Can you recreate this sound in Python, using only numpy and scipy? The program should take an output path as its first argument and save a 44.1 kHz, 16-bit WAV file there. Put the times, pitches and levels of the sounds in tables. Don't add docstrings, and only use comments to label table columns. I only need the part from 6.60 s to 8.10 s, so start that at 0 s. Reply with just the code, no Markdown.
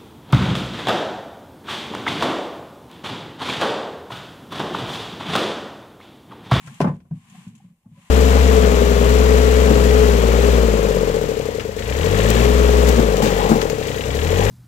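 import sys
import numpy as np
from scipy import signal
from scipy.fft import rfft, irfft, next_fast_len
from scipy.io import wavfile
from scipy.ndimage import map_coordinates

SR = 44100
rng = np.random.default_rng(int(sys.argv[2]) if len(sys.argv) > 2 else 0)


def transcribe(u):
    v = np.clip(np.atleast_2d(u).T, -1, 1)
    q = np.round(v * 32767).astype(np.int16)
    wavfile.write(sys.argv[1], SR, q)


N = 66150

# start_s, boom_hz, boom_db, boom_t60_s, panel_db, crack_db
IMPACTS = [(0.072, 138.2, -22.5, 0.14, -44, -42), (.203, 220, -23, 0.022, -15, -29.5),
           (0.212, 159.5, -3.5, 0.11, -42.5, -27), (0.2415, 179.9, -9.5, 0.24, -15, -49),
           (.269, 175, -29, 0.034, -18.5, -53), (.281, 151.6, -5.5, 0.11, -38.5, -48),
           (.355, 170, -43.5, 0.068, -66, -60.5), (0.402, 147, -52, 0.053, -55.5, -60),
           (0.45, 148, -39, 0.13, -55, -80), (0.509, 155.9, -13, 0.16, -47, -63.5),
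           (0.534, 171, -17, 0.094, -64, -80), (0.733, 178, -38, 0.084, -67, -80),
           (.865, 189, -19, 0.065, -57.5, -61), (1.041, 181.8, -31, 0.11, -62.5, -77),
           (1.100, 170, -42.5, 0.16, -73, -74.5), (1.257, 198, -25.5, 0.051, -58, -86.5),
           (1.312, 161.7, -28, 0.077, -68.5, -105.5), (1.373, 179.6, -33, 0.079, -61, -64.5)]
CRACK_RISE_S = 0.0007


def amp(db):
    return 10 ** (np.asarray(db) / 20)


def unit(x):
    return x / np.sqrt(np.mean(x ** 2) + 1e-20)


def along(points, hz):
    frequencies, values = np.transpose(points)
    return np.interp(np.log(hz + 1), np.log(frequencies + 1), values)


def since(start_s):
    return np.maximum(np.arange(N) / SR - start_s, 0)


def struck(t, rise_s, t60_s):
    return (1 - np.exp(-(t / rise_s) ** 2)) * np.exp(-np.log(1000) * t / t60_s)


def mode(t, hz, rise_s, t60_s):
    return struck(t, rise_s, t60_s) * np.sin(2 * np.pi * hz * t)


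def add(track, start_s, sound):
    part = track[..., round(start_s * SR):][..., :sound.shape[-1]]
    part += sound[..., :part.shape[-1]]


def filtered(x, response):
    size = next_fast_len(N + SR // 4)
    return irfft(rfft(x, size) * response(np.fft.rfftfreq(size, 1 / SR)), size)[..., :N]


def stereo_angle(hz):
    # frequency_hz, correlation
    coherence = [(100, 1), (250, .95), (500, .8), (1000, 0.44), (2000, -.1), (12000, 0)]
    return np.arccos(np.clip(along(coherence, hz), -1, 1)) / 2


def noise(spectrum):
    def response(hz):
        angle = stereo_angle(hz)
        return amp(along(spectrum, hz)) * [np.cos(angle), np.sin(angle)]
    mid, side = filtered(rng.standard_normal((2, N)), response)
    return unit(np.array([mid + side, mid - side]))


def bursts(spectrum, events, rise_s, t60_s):
    power = sum((amp(db) * struck(since(start_s), rise_s, t60_s)) ** 2 for start_s, db in events)
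    return noise(spectrum) * np.sqrt(power)


def background():
    # frequency_hz, relative_density_db
    floor_spectrum = [(25, 15), (130, 0), (300, -7.5), (900, -14.5), (2000, -34), (9000, -17.5),
                      (15000, -22.5)]
    return amp(-67) * noise(floor_spectrum)


def reverberation(x, delay_s=0.012):
    # frequency_hz, t60_s
    decay_times = [(100, 0.24), (300, 0.36), (1000, 0.13), (3000, .3), (10000, 0.13)]
    white = noise([(100, 0), (10000, 0)])[:, :SR // 2]
    hz, t, bands = signal.stft(white, SR, nperseg=256)
    decay = amp(-60 * t / along(decay_times, hz)[:, None])
    _, tail = signal.istft(bands * decay, SR, nperseg=256)
    tail = np.pad(tail / np.linalg.norm(tail[0]), ((0, 0), (round(delay_s * SR), 0)))
    return signal.fftconvolve(x, tail, axes=1)[:, :N]


def roller_chirps(waver_hz=6, knots_per_s=150):
    # start_s, pitch_hz, level_db, length_s
    chirp_events = [(0.072, 1365, -44, 0.022), (0.057, 1602, -48.5, 0.05), (0.067, 1050, -47, .026),
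                    (0.74, 745, -49.5, 0.029), (0.998, 795, -52, 0.016), (1.242, 827, -65, 0.021),
                    (1.34, 1005, -60.5, .06), (1.357, 549, -63, 0.055)]
    out, position = np.zeros(N), np.arange(N) * knots_per_s / SR
    for start_s, hz, db, length_s in chirp_events:
        waver = map_coordinates(rng.standard_normal(2048), [position], mode="wrap")
        phase = 2 * np.pi * np.cumsum(hz + waver_hz * waver) / SR
        envelope = np.sin(np.pi * np.minimum(since(start_s) / length_s, 1)) ** 2
        out += amp(db) * envelope * np.sin(phase)
    return out


def runners(specks_per_s=120, speck_spread_db=3.5, grit_db=-10):
    # time_s, level_db
    speed_curve = [(0, -55.5), (0.069, -51), (.12, -52), (.185, -52.5), (.25, -54.5), (0.421, -77.5),
                   (0.499, -78), (.56, -64.5), (.66, -60.5), (.76, -53), (.85, -55.5), (.93, -65.5),
                   (1.04, -67), (1.14, -78), (1.27, -79.5), (1.341, -68.5), (1.419, -57.5), (1.5, -56)]
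    # time_s, level_db
    load_curve = [(0, -55), (0.056, -44), (0.128, -41), (.19, -56.5), (0.451, -60), (.6, -63), (.7, -49),
                  (0.791, -42.5), (.85, -52), (.93, -47.5), (1.02, -53.5), (1.12, -57), (1.2, -83),
                  (1.27, -62), (1.36, -57), (1.5, -61.5)]
    # frequency_hz, relative_density_db
    hiss_spectrum = [(200, -10), (550, -13.5), (780, 3.5), (900, 2.5), (1050, 10), (1300, -2), (1650, 1.5),
                     (2200, 4), (3000, 3), (3900, -4), (5200, -9.5), (7400, -2), (11000, -10.5),
                     (15000, -21.5)]
    # frequency_hz, relative_density_db
    rumble_spectrum = [(30, -31), (65, -23.5), (100, -18), (130, 2.5), (170, 6.5), (215, 1), (280, -18),
                       (450, -30), (1000, -64)]
    # start_s, level_db
    tick_events = [(0.062, -48.5), (.071, -49), (0.142, -48.5), (0.342, -65), (0.698, -51), (.877, -54),
                   (0.951, -52.5), (0.978, -60)]
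    # frequency_hz, relative_density_db
    tick_spectrum = [(1000, -39.5), (2800, 4.5), (4800, -9.5), (7000, 4.5), (10000, -7.5), (15000, -19.5)]
    t = since(0)
    hiss_db = np.interp(t, *np.transpose(speed_curve))
    rumble_db = np.interp(t, *np.transpose(load_curve))
    specks = (rng.random(N) < specks_per_s / SR) * amp(speck_spread_db * rng.standard_normal(N))
    grit = unit(signal.fftconvolve(specks, struck(t, CRACK_RISE_S, t60_s=0.012))[:N])
    hiss = noise(hiss_spectrum) * amp(hiss_db) * np.sqrt(1 + (amp(grit_db) * grit) ** 2)
    rumble = noise(rumble_spectrum) * amp(rumble_db)
    return hiss + rumble + bursts(tick_spectrum, tick_events, CRACK_RISE_S, t60_s=0.094)


def cabinet_rocking():
    # start_s, level_db
    jolts = [(.215, -60), (.31, -40.5), (.515, -52), (.87, -73), (1.26, -59), (1.32, -55.5)]
    # frequency_hz, relative_density_db
    rocking_spectrum = [(15, -48), (30, -23), (50, -2), (68, -1), (100, -4), (200, -31), (500, -82)]
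    return bursts(rocking_spectrum, jolts, rise_s=0.012, t60_s=0.38)


def booms(rise_s=0.0077):
    # pitch_hz, level_re_boom_db, t60_s
    cabinet_modes = [(90, -42, 0.9), (110.5, -13.5, 0.17), (158.1, -37, 0.29), (198, -26, 0.18),
                     (224.5, -22.5, 0.3), (271.6, -28.5, 0.18)]
    out, t = np.zeros((2, N)), np.arange(SR // 2) / SR
    cabinet = sum(amp(db) * mode(t, hz, rise_s, t60_s) for hz, db, t60_s in cabinet_modes)
    for start_s, hz, db, t60_s, _, _ in IMPACTS:
        add(out, start_s, amp(db) * (cabinet + mode(t, hz, rise_s, t60_s)))
    return out


def panel_knocks(rise_s=0.0016, ring_db=-8, scatter_db=3.5, clatter_db=-2):
    # pitch_hz, relative_level_db, t60_s
    panel_modes = [(331, -11, .15), (379, -5, .15), (561, -5, .18), (705, -10, .16), (769, -12, .17),
                   (829, -14, .16), (869, -10, .16), (1013, -9, .17), (1090, -13, .13), (1155, -11, .14),
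                   (1365, -21, .15), (1492, -18, .15), (1540, -22, .15), (1717, -26, .16)]
    # frequency_hz, relative_density_db
    clatter_spectrum = [(120, -28.5), (240, 19.5), (310, 5.5), (390, -5), (490, 4), (680, 2), (920, -1),
                        (1050, 2.5), (1300, -9), (1540, -9), (1850, -12), (2700, -22.5), (4000, -32.5),
                        (9000, -52)]
    # frequency_hz, relative_density_db
    crack_spectrum = [(500, -15), (1500, 9.5), (2800, 4.5), (4000, -5), (5600, -1.5), (7500, -9),
                      (11000, -12.5), (15000, -25.5)]
    ring, t = np.zeros((2, N)), np.arange(SR // 3) / SR
    modes = np.array([(-1) ** k * amp(db) * struck(t, rise_s, t60_s) * np.exp(2j * np.pi * hz * t)
                      for k, (hz, db, t60_s) in enumerate(panel_modes)])
    width = stereo_angle(np.array(panel_modes)[:, 0])
    for start_s, *_, panel_db, _ in IMPACTS:
        strength, skew = rng.standard_normal((2, len(panel_modes)))
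        weights = amp(scatter_db * strength) * np.exp(1j * width * np.array([skew, -skew]))
        add(ring, start_s, amp(panel_db + ring_db) * (weights @ modes).imag)
    clatters = [(start_s, panel_db + clatter_db) for start_s, *_, panel_db, _ in IMPACTS]
    cracks = [(start_s, crack_db) for start_s, *_, crack_db in IMPACTS]
    clatter = bursts(clatter_spectrum, clatters, rise_s, t60_s=0.15)
    return ring + clatter + bursts(crack_spectrum, cracks, CRACK_RISE_S, t60_s=0.082)


def drawer_front(rise_s=0.003):
    # pitch_hz, level_db, t60_s
    front_modes = [(389.1, -11, 0.072), (689.6, -5.5, 0.028), (992, -15.5, 0.037), (1106, -28.5, 0.054),
                   (1552, -26.5, 0.073)]
    # start_s, gain_db
    front_hits = [(0.2033, 1), (.509, -34)]
    out = np.zeros(N)
    for start_s, gain_db in front_hits:
        for k, (hz, db, t60_s) in enumerate(front_modes):
            out += (-1) ** k * amp(gain_db + db) * mode(since(start_s), hz, rise_s, t60_s)
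    return out


def scene():
    # frequency_hz, gain_db
    left_bias = [(100, .3), (160, .45), (280, .1), (550, 1.3), (1100, 1.1), (2000, 1.2), (4000, .4),
                 (12000, 1.2)]
    bass = booms() + cabinet_rocking()
    wood = panel_knocks() + drawer_front() + roller_chirps()
    direct = bass + wood + runners()
    drawer = direct + reverberation(amp(-18.5) * bass + amp(-18) * wood)
    placed = filtered(drawer, lambda hz: amp(along(left_bias, hz) * np.array([[1], [-1]])))
    return placed + background()


def record(dry):
    low_cut_hz, top_hz = 42, 15600
    return filtered(dry, lambda hz: (hz < top_hz) * (hz / np.hypot(hz, low_cut_hz)) ** 3)


dry = scene()
out = record(dry)
transcribe(out)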